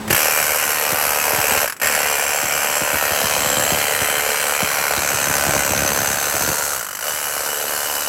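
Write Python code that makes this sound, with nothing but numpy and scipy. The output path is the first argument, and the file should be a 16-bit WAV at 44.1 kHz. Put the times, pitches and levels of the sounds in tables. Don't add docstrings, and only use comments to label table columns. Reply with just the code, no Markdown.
import sys
import numpy as np
from scipy import signal
from scipy.fft import rfft, irfft, next_fast_len
from scipy.io import wavfile
from scipy.ndimage import uniform_filter1d

SR = 44100
rng = np.random.default_rng(int(sys.argv[2]) if len(sys.argv) > 2 else 0)


def file_out(sig):
    cols = np.atleast_2d(sig).T
    lim = np.clip(cols, -1, 1)
    pcm = np.round(lim * 32767).astype(np.int16)
    wavfile.write(sys.argv[1], SR, pcm)


N = 356328
TIME = np.arange(N) / SR

# t/s, rate/Hz
FIRST_PULL_RATE = [(0.106, 42.27), (0.134, 50.74), (0.184, 76.69), (1.009, 74.48), (1.636, 74.46),
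                   (1.668, 52.71), (1.735, 31.39)]
# t/s, rate/Hz
SECOND_PULL_RATE = [(1.816, 70.86), (1.892, 76.77), (2.189, 70.88), (2.245, 73.71), (4.091, 73.51),
                    (5.55, 71.21), (5.653, 70.2), (6.415, 72.18), (6.46, 75.31), (6.725, 72.42),
                    (6.882, 46.14), (6.993, 50.97), (7.061, 76.72), (7.305, 72.46), (8.08, 74.08)]
# t/s, level/dB
WEAK_TAPS = [(0.079, -8.5), (0.095, -11), (1.765, -12.5), (1.799, -10.5)]
# t/s, boost/dB
HOSE_SURGES = [(0.101, 8), (1.812, 1)]
# t/s, push on the panel/dB, touch on its stiff edge/dB, needle clatter/dB
HAND_CONTACT = [(0.3, -27, -24.5, -25.5), (1.0, -26, -26, -26.5), (1.55, -23, -23.5, -24),
                (2.1, -26.5, -23.5, -26.5), (2.9, -26, -24.5, -26.5), (3.55, -25.5, -26.5, -24),
                (4.1, -26.5, -24.5, -26), (4.85, -26.5, -26, -26), (5.1, -25.5, -26.5, -23),
                (5.75, -25, -27, -23.5), (6.45, -27, -28.5, -24.5), (6.75, -31, -35.5, -25.5),
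                (7.05, -31.5, -34, -27.5), (8.07, -32.5, -34, -27.5)]
# middle/s, half length/s, extra flex/dB
NEEDLE_DIGS = [(3.547, 0.3, 10), (5.8, 0.62, 12), (6.45, 0.049, 11)]
# t/s, relative level/dB
BITE_KICKS = [(0.078, -23), (0.103, -10.5), (0.126, -11), (0.922, -14.5), (1.33, -15.5), (1.383, -16.5),
              (1.514, -15), (1.561, -15.5), (2.432, -19), (2.814, -16.5), (2.939, -15.5), (3.108, -16.5),
              (3.237, -17), (3.371, -19), (3.579, -23), (3.718, -11), (4.011, -14), (4.17, -21),
              (4.625, -14), (4.971, -13), (5.134, -18), (5.304, -22), (5.485, -13.5), (5.558, -13),
              (5.706, -14), (5.761, -21), (6.133, -22), (6.341, -16), (6.43, -19), (6.488, -17)]
# start/s, end/s, f/Hz, width/Hz, level/dB; a row that ends before it starts is silent
SHIFTING_NOTES = [(0.1, 1.9, 11900, 1000, -27), (0.1, 2.8, 2880, 200, -39.5), (1.69, 1.79, 10210, 45, -29),
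                  (1.8, 2.9, 7470, 121, -29), (0.1, 2.9, 5600, 495, -34), (3.0, 5.0, 4090, 200, -36.5),
                  (3.1, 4.7, 3080, 170, -32.5), (3.4, 3.75, 7510, 120, -28.5), (3.9, 6.5, 1510, 130, -34.5),
                  (4.9, 6.55, 4020, 1000, -37), (4.98, 6.56, 6230, 101, -32), (4.98, 3.3, 7600, 600, -36.5),
                  (6.55, 7.05, 1390, 150, -32), (6.75, 9.0, 2940, 80, -36.5)]
# f/Hz, time to fade by 60 dB/s, level/dB
TOOL_NOTES = [(6130, 0.034, -41), (7260, 0.027, -39), (7900, .016, -58), (10250, 0.048, -42.5),
              (11370, 0.016, -41), (12500, .035, -40.5)]
# f/Hz, level/dB
PANEL_TONE = [(200, -26), (385, -25), (430, -3.5), (570, 2), (680, -2), (780, 0), (900, -4.5), (1050, -5),
              (1400, -24.5), (2500, -37)]
# f/Hz, level/dB
HAMMER_TONE = [(600, -29), (950, -4), (1150, -4), (1330, -1), (1500, 0), (1750, -7), (2000, -5.5),
               (3000, -38)]
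# f/Hz, level/dB
EDGE_TONE = [(1300, -21), (1850, 17), (2080, 15), (2350, 18), (2700, 15), (3050, 10), (3300, 5),
             (3600, -9.5), (6000, -37.5)]
# f/Hz, level/dB
FLEX_TONE = [(25, -43), (45, -21), (70, -0.5), (140, -1.5), (250, -2), (400, -7.5), (700, -17), (1500, -44)]
# f/Hz, level/dB
CLATTER_TONE = [(2500, -11.5), (3600, -10), (4300, -2.5), (5400, -2), (6200, 2.5), (6900, 0), (7900, 6.5),
                (8700, -4), (10000, -3.5), (13000, -24)]
# f/Hz, level/dB
SIZZLE_TONE = [(7000, -28), (9000, -2.5), (10200, -2), (10800, -4.5), (11500, -5), (13000, -5),
               (14000, -9.5), (15800, -18)]
# f/Hz, level/dB
BITE_TONE = [(25, -31), (45, -15), (80, 0), (150, -3), (300, -9), (600, -9), (1500, -26)]
# f/Hz, level/dB
OUTDOOR_TONE = [(25, -58), (80, 6), (300, 6.5), (900, 4), (2000, 1), (4000, -20), (8000, -25), (15000, -13)]
# f/Hz, level/dB
RUMBLE_TONE = [(30, -16), (130, -6), (450, -10), (900, -11.5), (3000, -23), (15000, -35)]


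def piston(jitter_s=.00007, spread_db=0.72):
    times = []
    for pull in (FIRST_PULL_RATE, SECOND_PULL_RATE):
        s, rate = np.transpose(pull)
        t = TIME[(TIME >= s[0]) & (TIME <= s[-1])]
        strokes = np.cumsum(np.interp(t, s, rate)) / SR
        times.extend(np.interp(np.arange(int(strokes[-1]) + 1), strokes, t))
    tap_s, tap_db = np.transpose(WEAK_TAPS)
    db = np.r_[np.zeros(len(times)), tap_db]
    times = np.r_[times, tap_s]
    timing, force = rng.standard_normal((len(times), 2)).T
    return times + jitter_s * timing, undb(db + spread_db * force)


def needles(times, sizes, count=19, flight_s=.0075, fade_s=0.0059, drift_s=.0003, jitter_s=.00005):
    lateness = (np.arange(count) + rng.random(count)) / count
    drift, jitter, force = rng.standard_normal((3, len(times), count))
    flight = np.abs(flight_s * lateness ** 1.3 + drift_s * wander(drift) + jitter_s * jitter)
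    lean = np.sign(uniform_filter1d(rng.standard_normal(flight.shape), size=30, axis=0))
    fade = fade_s * 0.53 ** seated(times)[:, None]
    push = lean * np.exp(-flight / fade) * undb(3.5 * force)
    push /= np.linalg.norm(push, axis=1, keepdims=True)
    return unit(clicks(times[:, None] + flight, sizes[:, None] * push))


def rebound(times, sizes, delay_s=.0045, drift_s=0.000896):
    drift = wander(rng.standard_normal(len(times)), blows=30)
    return unit(clicks(times + delay_s + drift_s * drift, sizes))


def sheet_steel(times, sizes, landings, panel, hammer, edge, flex, grip_db=4.0, slip_s=0.00019):
    slip, grip, bend = rng.standard_normal((len(times), 3)).T
    knock = unit(clicks(times, sizes)) + undb(-8.5) * rebound(times, sizes)
    turnaround = unit(clicks(times - 0.003, sizes))
    knock += undb(-12) * wash(turnaround, t60=0.021)
    rattle = unit(landings + undb(1) * echoes(landings, t60=0.048) + undb(0.5) * wash(landings, t60=0.12))
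    shake = unit(undb(-5.5) * landings + wash(landings, t60=0.029))
    shove = unit(clicks(times + slip_s * slip, sizes * undb(grip_db * grip)))
    heave = unit(clicks(times, sizes * (1 + 2.5 * bend)))
    out = panel * unit(colour(shove + undb(-0.5) * shake, PANEL_TONE, lag=0.97))
    out += hammer * unit(colour(knock + undb(-2) * rattle, HAMMER_TONE, lag=0.41))
    out += edge * unit(colour(knock + undb(2) * rattle, EDGE_TONE, lag=0.37))
    return out + flex * unit(colour(heave + undb(-5) * shake, FLEX_TONE, lag=1.223))


def needle_tips(times, sizes, landings, bounces, air, clatter, sizzle, seated_db=5):
    blows = unit(clicks(times, sizes * undb(seated_db * seated(times))))
    strikes = unit(undb(-5.5) * blows + landings + undb(6.5) * echoes(landings, t60=0.0041))
    tail = undb(1.5) * echoes(landings, t60=0.071)
    chatter = undb(-4) * wash(bounces, t60=0.036)
    cracks = unit(strikes + tail + undb(-1) * air + chatter)
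    return clatter * unit(colour(cracks, CLATTER_TONE)) + sizzle * unit(colour(cracks, SIZZLE_TONE))


def ringing_steel(landings, needle_gain, tool_gain, fade_s=0.058):
    crack = unit(wash(landings, t60=0.0022))
    out = np.zeros(N)
    for start, end, hz, width, db in SHIFTING_NOTES:
        near_note = ring(crack, hz, 4 * width)
        out += undb(db) * needle_gain * gate(TIME, start, end, fade_s) * ring(near_note, hz, width)
    for hz, t60, db in TOOL_NOTES:
        out += undb(db) * ring(tool_gain * crack, hz, width_hz=np.log(1000) / (np.pi * t60))
    return out


def exhaust(times, sizes, puff_s=0.016):
    puffs = signal.lfilter([1], [1, -np.exp(-1 / (puff_s * SR))], clicks(times, sizes))
    return unit(puffs * rng.standard_normal(N))


def bites():
    s, db = np.transpose(BITE_KICKS)
    kicks = clicks(s, undb(db))
    shudder = ring(wash(kicks, t60=0.13), hz=156, width_hz=320)
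    thumps = unit(colour(kicks, BITE_TONE, lag=1.323, slowest_hz=40.6))
    return undb(-38) * thumps + undb(-39.5) * shudder


def air_supply(full_rate_hz=71.3, run_up_s=0.18, surge_s=0.12):
    rate = np.interp(TIME, *np.transpose(np.r_[FIRST_PULL_RATE, SECOND_PULL_RATE]))
    slowing = np.maximum(np.log2(full_rate_hz / rate), 0) * (TIME > run_up_s)
    surge = sum(db * (TIME >= s) * np.exp(-np.abs(TIME - s) / surge_s) for s, db in HOSE_SURGES)
    return slowing, surge


def loudness():
    s, *columns = np.transpose(HAND_CONTACT)
    push, touch, tips = (np.interp(TIME, s, c) for c in columns)
    more_push, more_touch, more_tips = (c - c.mean() for c in (push, touch, tips))
    dig = sum(db * np.exp(-((TIME - middle) / half) ** 2) for middle, half, db in NEEDLE_DIGS)
    slowing, surge = air_supply()
    panel_air = 0.45 * surge - 20 * slowing
    needle_air = surge - 7 * slowing
    panel = push + panel_air
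    hammer = -26 + 0.63 * more_push + surge - 3.5 * slowing
    edge = touch + surge - 9 * slowing
    flex = -43.5 + 1.36 * more_push + dig + panel_air
    clatter = tips + needle_air
    sizzle = -24.5 + 0.35 * more_tips + 0.094 * more_touch + needle_air
    rings = 0.27 * dig + needle_air
    return undb([panel, hammer, edge, flex, clatter, sizzle, rings])


def seated(times):
    return gate(times, start=4.86, end=6.24, fade_s=0.17)


def valve_leak(hz=7900, width_hz=180, db=-51):
    hiss = ring(rng.standard_normal(N), hz, width_hz)
    return undb(db) * ring(hiss, hz, width_hz)


def surroundings(air_db=-46, hum_hz=215.6, hum_db=-31, rumble_db=-31, end_s=0.116):
    open_air = undb(air_db) * unit(colour(rng.standard_normal(N), OUTDOOR_TONE))
    rumble = undb(rumble_db) * unit(colour(rng.standard_normal(N), RUMBLE_TONE))
    hum = undb(hum_db) * unit(np.sin(2 * np.pi * hum_hz * TIME))
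    early = np.clip((end_s - TIME) / 0.016, 0, 1)
    return open_air + early * (hum + rumble)


def undb(db):
    return 10 ** (np.asarray(db) / 20)


def unit(x):
    return x / np.sqrt(np.mean(x ** 2))


def gate(t, start, end, fade_s):
    return np.clip(np.minimum(t - start, end - t) / fade_s + .5, 0, 1)


def wander(noise, blows=25):
    return unit(uniform_filter1d(uniform_filter1d(noise, blows, axis=0), blows, axis=0))


def clicks(times, sizes):
    samples = np.clip(np.ravel(times) * SR, 0, N).astype(int)
    return np.bincount(samples, np.ravel(sizes), N + 1)[:N]


def ring(x, hz, width_hz):
    r = np.exp(-np.pi * width_hz / SR)
    return unit(signal.lfilter([1, 0, -1], [1, -2 * r * np.cos(2 * np.pi * hz / SR), r * r], x))


def colour(x, tone, lag=0., slowest_hz=38.5):
    size = next_fast_len(N + SR // 4, True) // 2 * 2
    hz = np.arange(1025) * SR / 2048
    tone_hz, tone_db = np.transpose(tone)
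    gain = undb(np.interp(np.log(hz + 1), np.log(tone_hz), tone_db))
    cepstrum = irfft(np.log(gain))
    one_sided = np.r_[cepstrum[0], 2 * cepstrum[1:1024], np.zeros(1024)]
    response = irfft(np.exp(rfft(one_sided)))
    late_cycles = lag * np.log(1 + np.fft.rfftfreq(size, 1 / SR) / slowest_hz)
    return irfft(rfft(x, size) * rfft(response, size) * np.exp(-2j * np.pi * late_cycles))[:N]


def wash(x, t60):
    keep = np.exp(-2 * np.log(1000) / (t60 * SR))
    energy = signal.lfilter([1 - keep], [1, -keep], x ** 2 + 1e-18)
    return np.sqrt(energy) * rng.standard_normal(N)


def echoes(x, t60, size=16384):
    hop, t = size // 2, TIME[:size // 4]
    pieces = np.lib.stride_tricks.sliding_window_view(np.pad(x, (hop, size)), size)[::hop]
    pieces = pieces * np.hanning(size) ** .5
    patterns = rng.standard_normal((len(pieces), len(t))) * np.exp(-np.log(1000) * t / t60)
    patterns /= np.linalg.norm(patterns, axis=1, keepdims=True)
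    out = np.zeros(N + 3 * size)
    for k, piece in enumerate(signal.fftconvolve(pieces, patterns, axes=1)):
        out[k * hop:k * hop + len(piece)] += piece
    return out[hop:hop + N]


def scene():
    times, sizes = piston()
    landings = needles(times, sizes)
    air = exhaust(times, sizes)
    loose_sizes = sizes * (1 - seated(times))
    bounces = rebound(times, loose_sizes, delay_s=.0055, drift_s=0.00048)
    panel, hammer, edge, flex, clatter, sizzle, rings = loudness()
    scaler = sheet_steel(times, sizes, landings, panel, hammer, edge, flex)
    scaler += needle_tips(times, sizes, landings, bounces, air, clatter, sizzle)
    scaler += ringing_steel(landings, needle_gain=rings, tool_gain=sizzle)
    return (scaler + bites() + valve_leak() + surroundings())[None]


def record(dry, ceiling=0.85, bottom_hz=42, top_hz=15850):
    rounded = ceiling * np.tanh(dry / ceiling)
    sound = signal.sosfilt(signal.butter(3, bottom_hz, "highpass", fs=SR, output="sos"), rounded)
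    return signal.sosfilt(signal.ellip(10, .2, 70, top_hz, fs=SR, output="sos"), sound)


dry = scene()
out = record(dry)
file_out(out)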